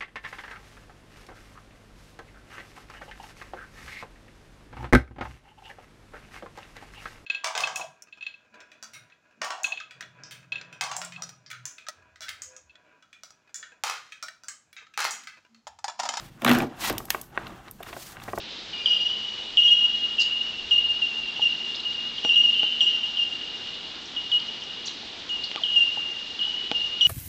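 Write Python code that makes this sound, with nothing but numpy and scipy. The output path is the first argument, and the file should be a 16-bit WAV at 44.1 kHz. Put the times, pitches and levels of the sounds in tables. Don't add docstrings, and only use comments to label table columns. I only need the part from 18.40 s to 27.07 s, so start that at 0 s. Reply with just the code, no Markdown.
import sys
import numpy as np
from scipy import signal
from scipy.fft import rfft, irfft, next_fast_len
from scipy.io import wavfile
from scipy.ndimage import uniform_filter1d

SR = 44100
rng = np.random.default_rng(int(sys.argv[2]) if len(sys.argv) > 2 else 0)


def wrap_up_sound(samples):
    columns = np.atleast_2d(samples).T
    tamed = np.clip(columns, -1, 1)
    steps = np.round(tamed * 32767).astype(np.int16)
    wavfile.write(sys.argv[1], SR, steps)


def convert_level_to_amplitude(level_db):
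    exponent = np.asarray(level_db, float) / 20
    return 10 ** exponent


N = 382347

# start in seconds, pitch in Hz, tone in dB, opening tick in dB,
# forest ring in dB.
CLOSE_CALLS = [(0.458, 2857, -23, -11, -30.5), (1.171, 2835, -10, -12, -31),
               (1.232, 2863, -13, -20.5, -21.5), (1.781, 2762, -16.5, -21.5, -34),
               (2.309, 2836, -12, -22.5, -26.5), (2.617, 2780, -17.5, -30, -31.5),
               (3.017, 2829, -16.5, -23.5, -30.5), (3.837, 2834, -21, -35, -29),
               (3.891, 2768, -14.5, -16.5, -30.5), (3.959, 2830, -11, -17.5, -26.5),
               (4.032, 2855, -15.5, -27, -26), (4.406, 2830, -14, -12.5, -29),
               (4.77, 2829, -22, -21.5, -33.5), (5.916, 2885, -16.5, -20.5, -38),
               (7.235, 2861, -22.5, -17, -30), (7.358, 2809, -11, -23, -28),
               (8.344, 2822, -20.5, -34, -29.5), (8.609, 2885, -13.5, -15, -26.5)]
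# start in seconds, pitch in Hz, tone in dB,
# opening tick in dB, forest ring in dB.
FAR_CALLS = [(0.329, 2860, -30.5, -34, -39.5), (0.493, 3310, -44, -42.5, -48),
             (0.689, 2930, -25, -29.5, -35), (1.278, 3230, -15, -22.5, -35),
             (1.795, 2862, -18.5, -29.5, -30), (2.873, 2780, -30.5, -32.5, -39.5),
             (2.959, 2891, -30, -31.5, -35.5), (3.449, 2845, -23, -36, -32), (3.781, 2870, -45, -25.5, -46),
             (3.934, 3900, -35, -47, -59), (4.14, 3022, -26, -28.5, -30), (5.27, 2877, -35.5, -34, -43),
             (5.763, 2860, -24, -27.5, -39), (6.219, 2850, -33, -31.5, -42), (6.892, 2845, -26.5, -31, -36),
             (7.27, 3157, -39, -43, -49.5), (7.991, 2884, -27.5, -25.5, -33), (8.03, 2957, -26, -29, -37)]
# start in seconds, second harmonic in dB below the tone,
# third harmonic in dB.
NEAR_OVERTONES = [(0.458, -26, -80), (0.69, -28.5, -72.5), (1.171, -40, -70), (1.234, -29.5, -67),
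                  (2.309, -33.5, -69), (2.96, -26, -76), (3.016, -30, -75), (3.837, -19.5, -59),
                  (4.405, -25, -52), (4.77, -30, -82), (7.359, -36.5, -69), (8.608, -23.5, -55)]
# time of peak in seconds, pitch in Hz, level in dB.
SLOPE_ECHOES = [(0.513, 2882, -15.5), (0.544, 2852, -18.5), (0.615, 2854, -18), (0.66, 2883, -17.5),
                (1.208, 2853, -12), (1.267, 2862, -16), (1.323, 2859, -10), (1.396, 2861, -16),
                (1.446, 2861, -14.5), (1.526, 2880, -20), (1.643, 2868, -24), (2.006, 2860, -20.5),
                (2.369, 2826, -14.5), (2.428, 2808, -23), (2.519, 2814, -19.5), (3.057, 2790, -14),
                (3.122, 2786, -25), (3.933, 2853, -18), (3.991, 2847, -5), (4.2, 2850, -16.5),
                (4.328, 2900, -24.5), (4.49, 2865, -18), (4.558, 2806, -20), (4.809, 2812, -17),
                (5.959, 2890, -15), (6.924, 2867, -20), (7.302, 2827, -27), (7.415, 2794, -14),
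                (8.02, 2875, -21), (8.656, 2922, -9)]
# start in seconds, start pitch in Hz, end pitch in Hz, level in dB.
CHIPS = [(1.792, 5000, 6850, -36.5), (1.799, 4710, 5100, -25.5), (1.799, 5460, 7680, -43.5),
         (1.804, 4300, 4920, -25.5), (1.808, 4650, 5320, -29), (1.812, 6000, 7130, -38),
         (1.813, 3160, 5080, -24), (1.817, 6000, 7320, -37), (3.343, 4300, 3360, -30),
         (3.346, 2930, 4580, -32), (3.356, 4420, 5300, -33), (3.391, 3100, 4220, -36),
         (3.398, 3200, 4300, -31), (5.652, 4460, 6000, -42.5), (5.994, 3440, 5050, -36),
         (6.234, 4970, 6000, -43.5), (6.453, 4690, 6670, -37), (6.46, 5590, 7460, -39),
         (6.466, 3790, 4780, -29), (6.471, 5320, 6070, -32.5), (6.477, 2920, 4200, -25),
         (6.888, 4560, 6940, -47), (7.034, 3010, 4860, -28), (7.039, 3120, 5300, -37),
         (7.073, 3330, 4430, -42.5)]
# time in seconds, second harmonic in dB, fundamental in dB.
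WHISTLE = [
    (0.3, -62, -56),
    (0.345, -48.5, -44),
    (0.512, -37.5, -42),
    (0.71, -48, -62),
    (0.95, -59, -59),
]
# start in seconds, peak in dB, then dull body, hollow note and bright crack
# in dB relative to the peak.
TICKS = [
    (2.995, -23.5, -13, -6, -30.5),
    (3.849, -20, -3, -11.5, -7),
    (4.232, -22.5, -6, -11.5, -6),
    (6.632, -33.5, -11, -10, -30),
    (7.115, -28, -26.5, -26, -4),
    (7.16, -24, -16, -8.5, -3),
    (7.573, -27.5, -29, -3.5, -33),
    (8.073, -39, -7, -4, -23),
    (8.315, -14.5, -9.5, -14, -6),
]
# pitch in Hz, level in dB, 60 dB decay in seconds.
CASING_MODES = [
    (307, -5, 0.034),
    (483, -8.5, 0.068),
    (680, -6.5, 0.038),
    (1140, -9, 0.018),
    (1500, -3.5, 0.017),
]
# pitch in Hz, level in dB, 60 dB decay in seconds.
HOLLOW_MODES = [
    (837, 4, 0.037),
]
# pitch in Hz, level in dB, 60 dB decay in seconds.
CRACK_MODES = [
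    (2480, -6, 0.025),
    (3100, 14, 0.0052),
    (4300, -15, 0.0058),
    (6000, -36.5, 0.0064),
]
# time in seconds, pitch in Hz, level in dB.
CREAK = [
    (7.16, 1248, -39.5),
    (7.175, 1230, -33),
    (7.19, 1083, -40),
    (7.205, 706, -42),
    (7.225, 650, -40),
    (7.245, 620, -66.5),
]
# time in seconds, engine hum in Hz, level in dB.
HUM = [
    (0, 212, -67),
    (1.5, 222, -57.5),
    (3, 228, -60),
    (4.2, 231, -56.5),
    (5.2, 232, -63),
    (7, 228, -61.5),
    (8.67, 224, -68),
]
# frequency in Hz, density in dB per Hz.
AIR_COLOUR = [(22, -15.5), (120, -9.5), (300, -5.5), (480, -7.5), (600, -11), (830, -8.5), (1100, -11),
              (2200, -9), (3000, -1), (3700, 0), (5000, -9.5), (7300, -25), (8300, -28.5), (9000, -48)]
# time in seconds, level in dB.
GUSTS = [
    (1.3, -62),
    (2.33, -57.5),
    (8.3, -61),
]

ALL_CALLS = CLOSE_CALLS + FAR_CALLS
PEEP_HZ = 3150
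SAG, SAG_S = .018, .014
SECOND_DB, OVERTONE_FADE_DB_PER_S = -38, 12
SAMPLING_HZ = 16000


def in_time(rows):
    s, *columns = np.transpose(rows)
    return [np.interp(np.arange(N) / SR, s, c) for c in columns]


def rms_one(x):
    return x / np.sqrt(np.mean(x ** 2) + 1e-20)


def drift(rate):
    r = np.exp(-80 * np.pi * rate / SR)
    slow = signal.lfilter([1], [1, -2 * r, r * r], rng.standard_normal(N // 40 + 2002))[2000:]
    return np.interp(np.arange(N) / 40, np.arange(len(slow)), rms_one(slow))


def noise_band(kind, order, hz):
    return signal.sosfilt(signal.butter(order, hz, kind, fs=SR, output="sos"), rng.standard_normal(N))


def add(out, s, piece):
    at = round(s * SR)
    out[at:at + len(piece)] += piece[:len(out) - at]


def turns(hz):
    return 2 * np.pi * np.cumsum(hz) / SR


def ring(clicks, hz, t60):
    r, w = convert_level_to_amplitude(-60 / (t60 * SR)), 2 * np.pi * hz / SR
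    return signal.lfilter([0, np.sin(w)], [1, -2 * r * np.cos(w), r * r], clicks + 1e-18)


def voice(hz, second_db, start=0):
    phase = start + turns(hz)
    return np.sin(phase) + convert_level_to_amplitude(second_db) * np.sin(2 * phase)


def call_pitch(hz, t):
    return hz * (1 + SAG * (hz < PEEP_HZ) * np.exp(-t / SAG_S))


def overtones(s):
    return next((row[1:] for row in NEAR_OVERTONES if abs(row[0] - s) < .01), (SECOND_DB, -99))


def bell_miners():
    out = np.zeros(N)
    t = np.arange(round(.075 * SR)) / SR
    long = np.arange(round(1.6 * SR)) / SR
    forest = np.minimum(long / .073, 1) ** 2 * convert_level_to_amplitude(-60 * long / 2.2)
    leaves = convert_level_to_amplitude(-60 * long / 1.0)
    rise = np.sin(np.clip(t / .006, 0, 1) * np.pi / 2) ** 2
    direct = np.clip((.055 - t) / .031, 0, 1)
    tick_shape = (t / .0021 * np.exp(1 - t / .0026)) ** 2
    for s, hz, tone_db, tick_db, ring_db in ALL_CALLS:
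        second_db, third_db = overtones(s)
        peep = hz > PEEP_HZ
        pitch = call_pitch(hz, t)
        drop = pitch * (1 + .2 * (hz < PEEP_HZ) * np.exp(-t / .003))
        meet = (turns(pitch) - turns(drop))[-1]
        tick = tick_shape * voice(drop, second_db - 10, meet)
        end_s = .035 if peep else t[-1]
        tone = rise * np.clip((end_s - t) / .028, 0, 1)
        sound = tone * voice(pitch, second_db)
        add(out, s, convert_level_to_amplitude(tick_db) * tick + convert_level_to_amplitude(tone_db) * direct * sound)
        scatter = rng.standard_normal(len(long)) / np.sqrt(len(t) / 2)
        add(out, s, convert_level_to_amplitude(ring_db - 7 - 8 * peep) * signal.fftconvolve(sound, scatter * forest))
        add(out, s, convert_level_to_amplitude(tick_db - 5) * signal.fftconvolve(tick, scatter * leaves))
        folded = np.sin(turns(SAMPLING_HZ - 3 * pitch))
        add(out, s, convert_level_to_amplitude(third_db) * tone * (folded + convert_level_to_amplitude(-4.5) * voice(3 * pitch, -99)))
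    return out


def trunk_returns():
    rows, count = [], 64
    gap_s, first_s = .021, .06
    for s, hz, _, _, ring_db in ALL_CALLS:
        late, off, loud = rng.uniform(-1, 1, (3, count))
        after = first_s + gap_s * (np.arange(count) + .4 * late)
        fade_db_per_s = 29 * (1.2 if hz > PEEP_HZ else 1)
        level_db = ring_db + 8.5 - fade_db_per_s * after + 2.5 * loud
        pitch = hz + 13.1 + 36.3 * off
        second_db = overtones(s)[0] - OVERTONE_FADE_DB_PER_S * after
        rows += zip(s + after, pitch, level_db, second_db)
    return [row for row in rows if row[2] > -62]


def hillside_echoes():
    out = np.zeros(N + 2 * SR)
    t = np.arange(round(.055 * SR)) / SR
    swell = np.sin(np.pi * (t / t[-1]) ** .94) ** 1.3
    lead = .4 * t[-1]
    heard = [(s, hz, 2 * np.pi * SAG * SAG_S * hz) for s, hz, *_ in sorted(ALL_CALLS)]   # (s, Hz, phase)
    for s, hz, level_db in SLOPE_ECHOES:
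        alike = (h for h in heard if h[0] < s and abs(h[1] - hz) < 90)
        then, then_hz, phase = max(alike, default=(s, hz, 0))
        source_s = max(c[0] for c in CLOSE_CALLS + FAR_CALLS[-2:] if c[0] < s)
        second_db = overtones(source_s)[0] - 3
        phase += np.pi * (then_hz + hz) * (s - then)
        heard.append((s, hz, phase))
        echo = voice(np.full(len(t), hz), second_db, phase - 2 * np.pi * hz * lead)
        add(out, s - lead, convert_level_to_amplitude(level_db - 1.5) * swell * echo)
    brief = signal.resample(swell, round(len(t) / 1.45))
    for s, hz, level_db, second_db in trunk_returns():
        echo = voice(np.full(len(brief), hz), second_db - 3, rng.uniform(0, 2 * np.pi))
        add(out, s - lead, convert_level_to_amplitude(level_db) * brief * echo)
    return out[:N] * (1 + .11 * drift(52))


def small_bird():
    out = np.zeros(N)
    rasp = rms_one(noise_band("low", 2, 700))
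    for s, from_hz, to_hz, level_db in CHIPS:
        length_s = .005 + abs(to_hz - from_hz) / 260000
        share = np.linspace(0, 1, round(length_s * SR))
        pitch = from_hz + (to_hz - from_hz) * np.sin(share * np.pi / 2)
        add(out, s, convert_level_to_amplitude(level_db) * np.sin(np.pi * share) * np.sin(turns(pitch)))
    out = out * (1 + .6 * rasp)
    t = np.arange(round(.3 * SR)) / SR
    scatter = rng.standard_normal(len(t)) * convert_level_to_amplitude(-60 * t / .36)
    return out + convert_level_to_amplitude(-35.5) * signal.fftconvolve(out, scatter)[:N]


def whistler():
    upper_db, lower_db = in_time(WHISTLE)
    first, last = WHISTLE[0][0], WHISTLE[-1][0]
    on = np.interp(np.arange(N) / SR, [first - .03, first, last, last + .1], [0, 1, 1, 0])
    phase = turns(4815 + 25 * drift(7))
    upper = (.5 + .6 * drift(80)) * np.sin(phase) + .6 * drift(80) * np.cos(phase)
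    lower = (.4 + .7 * drift(40)) * np.sin(phase / 2) + .7 * drift(40) * np.cos(phase / 2)
    return on * (convert_level_to_amplitude(upper_db) * upper + convert_level_to_amplitude(lower_db) * lower)


def finger_ticks():
    s, peak_db, body_db, hollow_db, crack_db = np.transpose(TICKS)
    at, out = np.round(s * SR).astype(int), np.zeros(N)
    for modes, share_db in ((CASING_MODES, body_db), (HOLLOW_MODES, hollow_db), (CRACK_MODES, crack_db)):
        for hz, level_db, t60 in modes:
            clicks = np.zeros(N)
            clicks[at] = convert_level_to_amplitude(peak_db + share_db + level_db + rng.normal(0, 1, len(at)))
            out += ring(clicks, hz, t60)
    return signal.sosfilt(signal.butter(2, [170, 6000], "band", fs=SR, output="sos"), out)


def strap_creak():
    hz, level_db = in_time(CREAK)
    on = np.abs(np.arange(N) / SR - 7.2) < .045
    phase = turns(hz)
    tone = np.sin(phase) + convert_level_to_amplitude(-14) * np.sin(2 * phase)
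    return on * convert_level_to_amplitude(level_db - 3) * (.8 + .6 * drift(90)) * tone


def vehicle():
    hz, level_db = in_time(HUM)
    return convert_level_to_amplitude(level_db + 3 + 2.3 * drift(5.6)) * np.sin(turns(hz + 2.5 * drift(4.6)))


def leaves_and_road():
    size = next_fast_len(N)
    hz, level_db = np.transpose(AIR_COLOUR)
    octave = np.log2(np.maximum(np.fft.rfftfreq(size, 1 / SR), 1))
    colour = rfft(rng.standard_normal(size)) * convert_level_to_amplitude(np.interp(octave, np.log2(hz), level_db))
    out = np.zeros(N)
    for centre in np.arange(4, 14, .5):
        band = np.clip(1 - 2 * np.abs(octave - centre), 0, 1)
        out += convert_level_to_amplitude(1.2 * drift(9.5) + .5 * drift(60)) * irfft(colour * band, size)[:N]
    return convert_level_to_amplitude(-42 + 3) * rms_one(out)


def wind():
    t = np.arange(N) / SR
    calm_db, gust_s = -70, .22
    puffs = convert_level_to_amplitude(calm_db) + sum(convert_level_to_amplitude(db) * np.exp(-((t - s) / gust_s) ** 2) for s, db in GUSTS)
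    return puffs * rms_one(noise_band("band", 2, [22, 70]))


def scene():
    birds = bell_miners() + hillside_echoes() + small_bird() + whistler()
    hands = finger_ticks() + strap_creak()
    return (birds + hands + vehicle() + leaves_and_road() + wind())[None]


def roll_off(x):
    return signal.sosfilt(signal.butter(12, 8940, fs=SR, output="sos"), x)


def record(dry):
    level = np.sqrt(uniform_filter1d(dry ** 2, size=1024) + 1e-10)
    fall = 30 * np.arange(N) / SR
    held_db = np.maximum.accumulate(20 * np.log10(level) + fall, axis=1) - fall
    x = dry * convert_level_to_amplitude(-.35 * np.maximum(held_db + 16, 0))
    x = x + convert_level_to_amplitude(-32) * level * noise_band("band", 4, [3000, 7600])
    x = signal.sosfilt(signal.cheby2(8, 45, 9600, fs=SR, output="sos"), x)
    x = x * np.clip((N + 3 - np.arange(N)) / 12, 0, 1)
    return roll_off(x)


dry = scene()
out = record(dry)
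wrap_up_sound(out)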